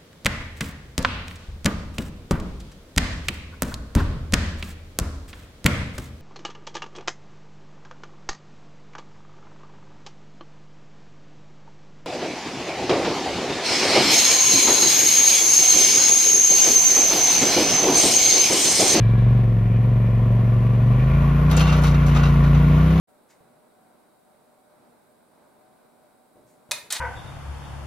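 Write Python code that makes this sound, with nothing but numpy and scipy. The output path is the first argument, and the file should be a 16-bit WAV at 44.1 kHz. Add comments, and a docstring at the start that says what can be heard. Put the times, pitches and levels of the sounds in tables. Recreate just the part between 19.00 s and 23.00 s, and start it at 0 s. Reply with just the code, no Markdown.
"""A two-cylinder engine throbs and clatters as a small off-road vehicle crawls over a lawn.
Its exhaust pulses with the firings, its air intake growls, gears whirr, the drive belt rasps and
chatters, and the tyres hiss in the grass. At about 2 s the throttle opens; from 2.5 s the front tyres
climb aluminium ramps onto a truck, and the struck metal clanks, rattles and rings.
Heard outdoors from several metres, through two microphone openings set close together."""
import sys
import numpy as np
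from scipy import signal
from scipy.fft import rfft, irfft
from scipy.io import wavfile
from scipy.ndimage import uniform_filter1d

SR = 44100
rng = np.random.default_rng(int(sys.argv[2]) if len(sys.argv) > 2 else 0)


def transcribe(u):
    """Save the signal u as a 16-bit wav file named by the first command-line argument.

    u: samples, shape (n,) or (channels, n), limited to [-1, 1]; the rate is SR.
    q: integer samples, one column per channel.
    """
    v = np.clip(np.atleast_2d(u).T, -1, 1)
    q = np.round(v * 32767).astype(np.int16)
    wavfile.write(sys.argv[1], SR, q)


N = 176400
T = np.arange(N) / SR
HZ = np.fft.rfftfreq(N, 1 / SR)

# engine speed, in cycles per second; each cylinder fires once a cycle: t/s, f/Hz
ENGINE_SPEED = [(0.0, 22.2), (0.14, 22.94), (0.29, 23.66), (0.34, 23.98), (0.6, 22.12), (0.9, 23.62),
                (1.1, 22.93), (1.86, 23.65), (1.96, 24.75), (2.09, 27.12), (2.17, 28.11), (2.38, 29.11),
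                (2.53, 30.69), (2.61, 30.89), (2.92, 29.4), (3.44, 28.7), (3.75, 30.3), (4.0, 33.19)]
# how hard the engine works: t/s, load (0 coasting, 1 pulling)
ENGINE_LOAD = [(0, 0.3), (.35, 0.13), (.6, 0.14), (1.88, 0.03), (2.15, 0.76), (2.55, 0.88), (3.4, 0.79),
               (4, 0.8)]
# loudness of the engine's clatter, which the block's knocking follows: t/s, level/dB
CLATTER_LEVEL = [(0, -41.5), (.35, -39), (.6, -41), (1.2, -40), (1.85, -37.5), (2.1, -35.5), (2.45, -34.5),
                 (3, -32.5), (3.45, -33.5), (4, -33.5)]
# tone of a blow on the ramps: f/Hz, level/dB
CLANK_TONE = [(100, -26.5), (300, -0.5), (600, -1), (850, 3), (1300, 4), (1650, -4), (2000, -3),
              (2700, -1.5), (3400, -6), (4100, -6.5), (4700, -10.5), (6500, -10.5), (9000, -18.5),
              (12000, -24), (14500, -28.5)]
# uneven firing: the second cylinder comes this share of a cycle after the first, a little weaker
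FIRING_GAP, SECOND_DB = .375, -0.5


def amp(db):
    """Turns decibels into a factor to multiply by."""
    return 10 ** (np.asarray(db) / 20)


def unit(x):
    """Scales a signal to an average strength (rms) of 1."""
    return x / np.sqrt(np.mean(x ** 2) + 1e-20)


def curve(rows):
    """Joins (time, value) points with straight lines, giving a value for every sample."""
    return np.interp(T, *np.transpose(rows))


def read(rows, hz, column=1):
    """Looks up frequencies in a table, on a logarithmic scale like musical pitch."""
    table = np.transpose(rows)
    return np.interp(np.log(hz + 1), np.log(table[0] + 1), table[column])


def add(mix, start_s, sound):
    """Adds a sound to the mix at a given time."""
    part = mix[:, round(start_s * SR):][:, :sound.shape[1]]
    part += sound[:, :part.shape[1]]


def causal(db):
    """A filter with these levels that never rings early: log gain (real part), phase (imaginary)."""
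    cepstrum = irfft(db * np.log(10) / 20)
    half = len(cepstrum) // 2
    cepstrum[1:half] *= 2
    cepstrum[half + 1:] = 0
    return rfft(cepstrum)


def colour(x, rows, tilt_db=0, column=1):
    """Gives x a table's tone, tilted by tilt_db per octave; white noise keeps its power."""
    hz = np.fft.rfftfreq(x.shape[-1], 1 / SR)
    gain = np.exp(causal(read(rows, hz, column) + tilt_db * np.log2(hz / 1000 + .5)))
    return irfft(rfft(x) * gain / np.sqrt(np.mean(abs(gain) ** 2)), x.shape[-1])


def noise(length=N):
    """Two unrelated channels of white noise."""
    return rng.standard_normal((2, length))


def drift(hz):
    """A random wobble of strength 1, with little in it faster than hz."""
    return unit(irfft(rfft(rng.standard_normal(N)) * np.exp(-(HZ / hz) ** 2), N))


def cycles():
    """Counts engine cycles; the first cylinder fires at each whole number."""
    return np.cumsum(curve(ENGINE_SPEED)) / SR - .1


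def puffs(decay_cycles):
    """One curve per cylinder that jumps to 1 when it fires, then fades."""
    turn = cycles()
    return [np.exp(-((turn - place) % 1) / decay_cycles) for place in (0, FIRING_GAP)]


def exhaust():
    """A pressure wave repeats each engine cycle; its low tones fill in when the engine pulls."""
    # the wave's tones: multiple of the cycle rate, coasting level/dB, pulling level/dB
    harmonics = [(1, -61.5, -32.5), (2, -12, 2), (3, -19, -9), (4, -24.5, -13.5), (5, 1.5, 2.5),
                 (6, -12.5, -6.5), (7, -26.5, -23), (8, -11, -13.5), (9, -20.5, -21.5), (10, -19.5, -35.5),
                 (11, -21.5, -19.5), (12, -33, -36), (13, -31.5, -23.5), (14, -32, -34.5), (15, -31.5, -34),
                 (16, -27.5, -25.5), (17, -37.5, -51.5), (18, -27.5, -39), (19, -33, -27.5),
                 (20, -37.5, -43.5), (21, -37.5, -31), (22, -26.5, -44.5), (23, -43.5, -27.5),
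                 (24, -44, -34.5), (25, -39.5, -39.5), (26, -38.5, -48), (27, -32, -47.5), (28, -46, -43),
                 (29, -37, -47.5), (30, -44, -40), (31, -47, -45), (32, -36, -33)]
    # the silencer's resonances, which the tones slide through: f/Hz, level/dB
    silencer = [(60, 0), (100, 1), (140, 0), (200, 0), (232, 2.5), (262, -2), (300, -3), (325, -3),
                (360, 2), (420, 0), (510, 1), (600, 2), (720, 2), (900, 0)]
    # loudness of the exhaust: t/s, level/dB
    loudness = [(0, -16), (.15, -14.5), (.38, -14.5), (.6, -16), (.78, -16), (.9, -15.5), (1.05, -16),
                (1.2, -15.5), (1.7, -16), (2, -15), (2.4, -15), (2.6, -14), (3, -14), (3.3, -14),
                (3.65, -12.5), (4, -14.5)]
    speed, load, angle = curve(ENGINE_SPEED), curve(ENGINE_LOAD), 2 * np.pi * cycles()
    coast, pull = (causal(np.r_[db[0], db, db[-1]])[1:-1] for db in np.transpose(harmonics)[1:])
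    wave, power = np.zeros((2, N))
    for k, (coasting, pulling) in enumerate(zip(coast, pull), 1):
        blend = coasting + load * (pulling - coasting)
        level = np.exp(blend.real) * amp(np.interp(k * speed, *np.transpose(silencer)))
        waver_db = 0.92 * (1 - np.minimum(level, 1) / 2) * drift(hz=5.4)  # weak tones waver most
        wave += level * amp(waver_db) * np.cos(k * angle + blend.imag)
        power += level ** 2 / 2
    return wave / np.sqrt(power) * amp(curve(loudness))


def rumble():
    """Tyres and exhaust gas make a steady low rumble."""
    # tone of the rumble: f/Hz, level/dB
    tone = [(10, -6.5), (28, -12.5), (55, 2.5), (90, 5), (150, 3.5), (240, -6.5), (330, -22), (700, -45),
            (3000, -84.5)]
    return colour(noise(), tone) * amp(-31)


def engine_block():
    """Each firing knocks the engine block and the body, which answer with a short ring."""
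    # tone of block and body: f/Hz, level/dB
    tone = [(200, -29.5), (370, -4.5), (510, -4), (630, 1.5), (745, -8), (830, -17.5), (1120, -4),
            (1350, -13.5), (2400, -16.5), (5000, -37), (14000, -60.5)]
    t60, spread_db = 0.18, 3.5  # t60: the seconds a sound takes to fade by 60 dB
    t, out = np.arange(4096) / SR, np.zeros((2, N))
    for place, db in ((0, 0), (FIRING_GAP, SECOND_DB)):
        firings = np.floor(cycles() - place)
        blows = np.diff(firings, prepend=firings[0]) * amp(db + spread_db * rng.standard_normal(N))
        ring = noise(len(t)) * amp(-60 * t / t60)
        out += signal.oaconvolve(blows[None], ring, axes=1)[:, :N]
    return unit(colour(out, tone)) * amp(curve(CLATTER_LEVEL) - 9)


def intake():
    """Each gulp of air rings the engine's airbox with a hollow growl."""
    # tone of the airbox: f/Hz, level/dB
    tone = [(200, -39), (440, -21.5), (510, -3), (600, 2), (700, -5), (760, -5), (830, -22), (2000, -46)]
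    # loudness as the vehicle nears and pulls: t/s, level/dB
    loudness = [(0, -58.5), (.7, -48), (1.3, -41), (1.8, -49.5), (2.1, -41), (2.45, -42), (2.65, -41),
                (3, -50), (3.5, -46.5), (4, -57)]
    gulps = unit(sum(puffs(decay_cycles=0.41)))
    return colour(noise() * gulps, tone) * amp(curve(loudness))


def clatter():
    """Gas and valve noise swells with each firing and brightens when the engine pulls."""
    # tone of the clatter: f/Hz, coasting level/dB, pulling level/dB
    tone = [(150, -20, -14.5), (293, -6.5, -12.5), (417, -8.5, -6.5), (497, 0, -4.5), (630, -5, -5),
            (860, -10.5, -10.5), (1000, -3, -1.5), (1104, -6, 2), (1222, -13.5, -9.5), (1460, -8.5, 1.5),
            (1510, -18.5, -11), (1770, -12.5, -9.5), (2350, -17.5, -10.5), (2830, -20, -15.5),
            (4200, -30.5, -25.5), (4900, -35, -30), (6900, -36, -32), (8500, -37, -39), (12000, -39, -34),
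            (14500, -42.5, -41.5)]
    first, second = puffs(decay_cycles=0.25)
    swell = unit(2.2 + first + amp(SECOND_DB) * second)  # puffs on top of a steady flow
    gas = noise() * swell * amp(0.5 * drift(hz=120))
    load = curve(ENGINE_LOAD)
    blend = (1 - load) * colour(gas, tone) + load * colour(gas, tone, column=2)
    return blend * amp(curve(CLATTER_LEVEL))


def belt_rasp():
    """The running drive belt makes a rough, fluttering rasp."""
    # tone of the rasp: f/Hz, level/dB
    tone = [(500, -33.5), (1400, 1), (2300, -3), (3700, -4), (5500, -23.5), (14000, -34)]
    # loudness of the rasp: t/s, level/dB
    loudness = [(0, -51), (.38, -54), (.55, -68), (1.9, -59), (2.5, -60.5), (3.4, -50.5), (4, -45.5)]
    return colour(noise(), tone) * amp(curve(loudness) + 1.8 * drift(hz=52))


def housing_whine():
    """The casing of the drive sings faintly at a few pitches."""
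    # resonances of the casing: f/Hz, width/Hz, level/dB
    peaks = [(1668, 60, 7), (2350, 51, 5.5), (4040, 60, -11.5)]
    # loudness of the whine: t/s, level/dB
    loudness = [(0, -48), (.15, -47.5), (.35, -57), (.55, -69), (4, -69.5)]
    shape = sum(amp(db) / (1 + (2 * (HZ - hz) / width) ** 2) for hz, width, db in peaks)
    return unit(irfft(rfft(noise()) * shape, N)) * amp(curve(loudness))


def gearbox():
    """The gears whirr, louder as the vehicle nears."""
    # the gearbox's two resonances: f/Hz, level/dB
    tone = [(700, -43), (930, -18.5), (1010, 0), (1060, -5), (1095, -8), (1150, 2.5), (1185, -5),
            (1235, -27.5), (1700, -43.5)]
    # loudness of the whirr: t/s, level/dB
    loudness = [(0, -53.5), (.6, -54.5), (1.15, -48), (1.35, -47.5), (1.6, -45), (1.85, -44.5), (2.2, -39),
                (2.6, -42.5), (3.3, -41), (4, -44)]
    flutter = unit(amp(2 * drift(hz=20)))
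    return colour(noise() * flutter, tone) * amp(curve(loudness))


def slack_belt():
    """The drive belt chatters in fits while it runs slack."""
    # tone of the chatter: f/Hz, level/dB
    tone = [(1400, -34.5), (1640, -13), (1760, -0.5), (1830, -6.5), (1900, -2), (2000, -12.5), (2220, -8.5),
            (2380, 1), (2520, -8), (2750, -16), (2930, -12), (3300, -26), (6000, -44.5)]
    # loudness of the chatter: t/s, level/dB
    loudness = [(0, -53.5), (.35, -56), (.55, -62.5), (.72, -51.5), (.9, -51.5), (1.15, -53), (1.4, -57.5),
                (1.85, -56), (2.05, -43), (2.3, -53), (2.6, -70.5)]
    fits = unit(amp(4.5 * np.tanh(drift(hz=20))))
    return colour(noise() * fits, tone) * amp(curve(loudness))


def grass():
    """Tyres crush the grass with a fine hiss."""
    # tone of the hiss: f/Hz, level/dB
    tone = [(500, -24), (3000, 2), (6000, -6.5), (8500, -6.5), (11500, -1), (14500, -7.5)]
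    # loudness of the hiss: t/s, level/dB
    loudness = [(0, -67.5), (.8, -67.5), (1.8, -69), (2.4, -59.5), (3.2, -59), (3.6, -55.5), (4, -53)]
    return colour(noise(), tone) * amp(curve(loudness) + 1.2 * drift(hz=150))


def tread():
    """The tyres' knobs patter on the rungs and keep the ramps' lower notes ringing."""
    # loudness of the patter: t/s, level/dB
    loudness = [(2.45, -74), (2.55, -36), (2.68, -34), (2.87, -37), (3, -46), (3.2, -37), (3.4, -46.5),
                (3.6, -49.5), (4, -41)]
    taps_per_s, t60 = 260, 0.05
    t, level = np.arange(SR // 10) / SR, amp(curve(loudness))
    taps = (rng.random(N) < taps_per_s / SR) * rng.uniform(0.41, 1, N)
    slap = noise(len(t)) * amp(-60 * t / t60)
    slaps = signal.oaconvolve(taps[None], slap, axes=1)[:, :N]
    patter = unit(colour(slaps, CLANK_TONE, tilt_db=-1.5)) * level
    push = unit(colour(slaps, CLANK_TONE, tilt_db=-8)) * level
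    return patter + amp(0.5) * ramp_ring(push)


def ramp_ring(push):
    """Two aluminium ramps ring, slightly out of tune with each other, as strongly as they are pushed."""
    # a ramp's own notes: f/Hz, level/dB, t60/s
    notes = [(463, -10, .2), (587, -4, .22), (705, -4, .22), (1141, -3, .35), (1410, 0, .45),
             (1512, -6, .25), (1841, -7, .3), (1985, -7, .3), (2735, 2, .35), (2977, -7, .25),
             (3570, -7, .3), (4187, -0.5, .3), (4254, -4, .2), (6590, -3, .2)]
    t, ring = np.arange(SR) / SR, np.zeros((2, SR))
    for hz, db, t60 in notes:
        for detune, share in ((0, 1), (0.0082, .45)):
            phase = 2 * np.pi * (hz * (1 + detune) * t + rng.random((2, 1)))
            ring += share * amp(db - 60 * t / t60) * np.sin(phase)
    return unit(signal.fftconvolve(push, ring, axes=1)[:, :N]) * np.sqrt(np.mean(push ** 2))


def ramp_knocks():
    """Tyre blows flex the deck and rattle loose metal; the first, on the free ramps, ring them most."""
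    # the blows: t/s, clank level/dB, tilt/(dB per octave), t60/s, thud level/dB, share into the rails/dB
    blows = [(2.498, -34, 0.5, 0.16, -46, 2.5), (2.512, -24.5, 0, 0.08, -31.5, -1.5),
             (2.527, -31, -1, 0.11, -30, 4.5), (2.568, -28, 3, 0.13, -29, 7),
             (2.593, -29, 2.5, 0.13, -34, 5), (2.6051, -25.5, 0, 0.098, -33.5, 5.5),
             (2.675, -28, -1, 0.19, -38.5, 1.5), (2.7236, -28, -1, .13, -35.5, -4),
             (2.763, -38, -1.5, 0.099, -36, 0), (2.816, -41, 8.5, .13, -37, -6.5),
             (2.835, -28.5, 1, 0.21, -36.5, -4), (2.866, -33.5, 3, .14, -34, -5.5),
             (2.942, -34.5, -2, .12, -48.5, -1), (3.063, -34.5, 4.5, 0.15, -37.5, -8),
             (3.147, -29, -2, 0.11, -41, -4), (3.1603, -26.5, -1.5, .13, -47.5, -2.5),
             (3.186, -31, -4, 0.083, -44.5, -5.5), (3.2322, -26.5, -2, 0.12, -45.5, -2),
             (3.253, -32.5, -1, 0.13, -35, -3), (3.4324, -33.5, -2.5, 0.16, -48, -9),
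             (3.5463, -32.5, -3.5, 0.16, -43, -6)]
    # tone of the flexing deck's thud: f/Hz, level/dB
    thud_tone = [(60, -17), (120, 2.5), (280, 3.5), (400, -4), (560, 1), (700, 5.5), (850, -15),
                 (1200, -11.5), (2000, -30.5), (8000, -77)]
    rise_s, tail_t60, deck_t60, thud_t60 = 0.00093, 0.28, 0.041, 0.25
    bounces_per_s, rattle_gain = 480, amp(1.5)
    n = SR // 2
    t = np.arange(n) / SR
    clanks, thuds, rails = np.zeros((3, 2, N))
    rise = 1 - np.exp(-t / rise_s)
    tail = amp(-11.5 - 60 * t / tail_t60)
    deck_tap = unit(noise(n) * amp(-60 * t / deck_t60)) / np.sqrt(n)
    for start_s, db, tilt_db, t60, thud_db, ring_db in blows:
        envelope = rise * (amp(-60 * t / t60) + tail)
        grain_db = -0.5 * unit(uniform_filter1d(rng.standard_normal(n), size=90))
        bounces = unit(rng.random(n) < bounces_per_s / SR)
        rattle = signal.fftconvolve((bounces * envelope)[None], deck_tap, axes=1)[:, :n]
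        burst = noise(n) * unit(amp(grain_db)) * envelope
        strike = (burst + rattle_gain * rattle) / np.hypot(1, rattle_gain)
        clank = amp(db) * colour(strike, CLANK_TONE, tilt_db)
        add(clanks, start_s, clank)
        add(rails, start_s, amp(ring_db) * clank)
        add(thuds, start_s, noise(n) * rise * amp(thud_db - 60 * t / thud_t60))
    return clanks + amp(-7.5) * ramp_ring(rails) + colour(thuds, thud_tone)


def ramp_cracks():
    """The ramps jump and metal hits metal: bright bursts that die at once."""
    # the hits: t/s, level/dB, centre f/Hz, width/octaves, t60/s
    hits = [(2.512, -38, 10800, 0.51, 0.08), (2.5672, -23, 7200, 0.19, .022),
            (2.573, -30.5, 6000, .3, 0.13), (2.606, -24.5, 2980, .3, 0.066), (2.765, -46.5, 11500, .4, .06),
            (2.837, -38, 11000, 0.55, 0.057), (2.868, -45, 11000, 0.41, .05),
            (3.062, -49, 7000, 0.61, 0.029)]
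    t, out = np.arange(8192) / SR, np.zeros((2, N))
    hz = np.geomspace(200, 20000, 40)
    for start_s, db, centre_hz, octaves, t60 in hits:
        band_db = -20 * np.log10(1 + (np.log2(hz / centre_hz) / octaves) ** 2)
        burst = noise(len(t)) * amp(db - 60 * t / t60)
        add(out, start_s, colour(burst, np.c_[hz, band_db]))
    return out


def microphones(mix):
    """Makes left and right, alike in the bass: channel 0 is common to both, channel 1 sets them apart."""
    # the two openings: f/Hz, likeness (0-1), left minus right level/dB, left phase lead/rad
    pair = [(60, .97, .5, .02), (150, .96, .7, .06), (300, .9, .8, .12), (630, .72, 1.2, .1),
            (1050, .62, 2, .3), (1400, .5, 2, -1.9), (1900, .82, 2.2, 0), (3000, .68, 2.3, .75),
            (4300, .58, 3.5, .6), (5500, .4, 2, -.4), (7000, .6, 1, -2.3), (7800, .95, 0, -3.1),
            (8900, .96, 0, -3.2), (9600, .7, 0, -3.7), (10800, .96, 0, -6.1), (13000, .95, 0, -6.4),
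            (14400, .8, 0, -9.2)]
    first, second = rfft(mix)
    likeness = read(pair, HZ)
    lean = amp(read(pair, HZ, column=2) / 2) * np.exp(.5j * read(pair, HZ, column=3))
    common = first * np.sqrt((1 + likeness) / 2)
    apart = second * np.sqrt((1 - likeness) / 2)
    return irfft(np.array([(common + apart) * lean, (common - apart) / lean]), N)


def scene():
    """Engine, drive, tyres and ramps together at the microphones."""
    throb = exhaust() * np.array([[1], [0]])  # in the common channel only
    engine = throb + rumble() + engine_block() + intake() + clatter()
    drive = belt_rasp() + housing_whine() + gearbox() + slack_belt()
    return microphones(engine + drive + grass() + tread() + ramp_knocks() + ramp_cracks())


def record(dry):
    """Cuts off the highest treble, above 14900 Hz."""
    lowpass = signal.firwin(511, 14900, window=("kaiser", 9), fs=SR)
    return signal.oaconvolve(dry, lowpass[None], "same")


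dry = scene()
out = record(dry)
transcribe(out)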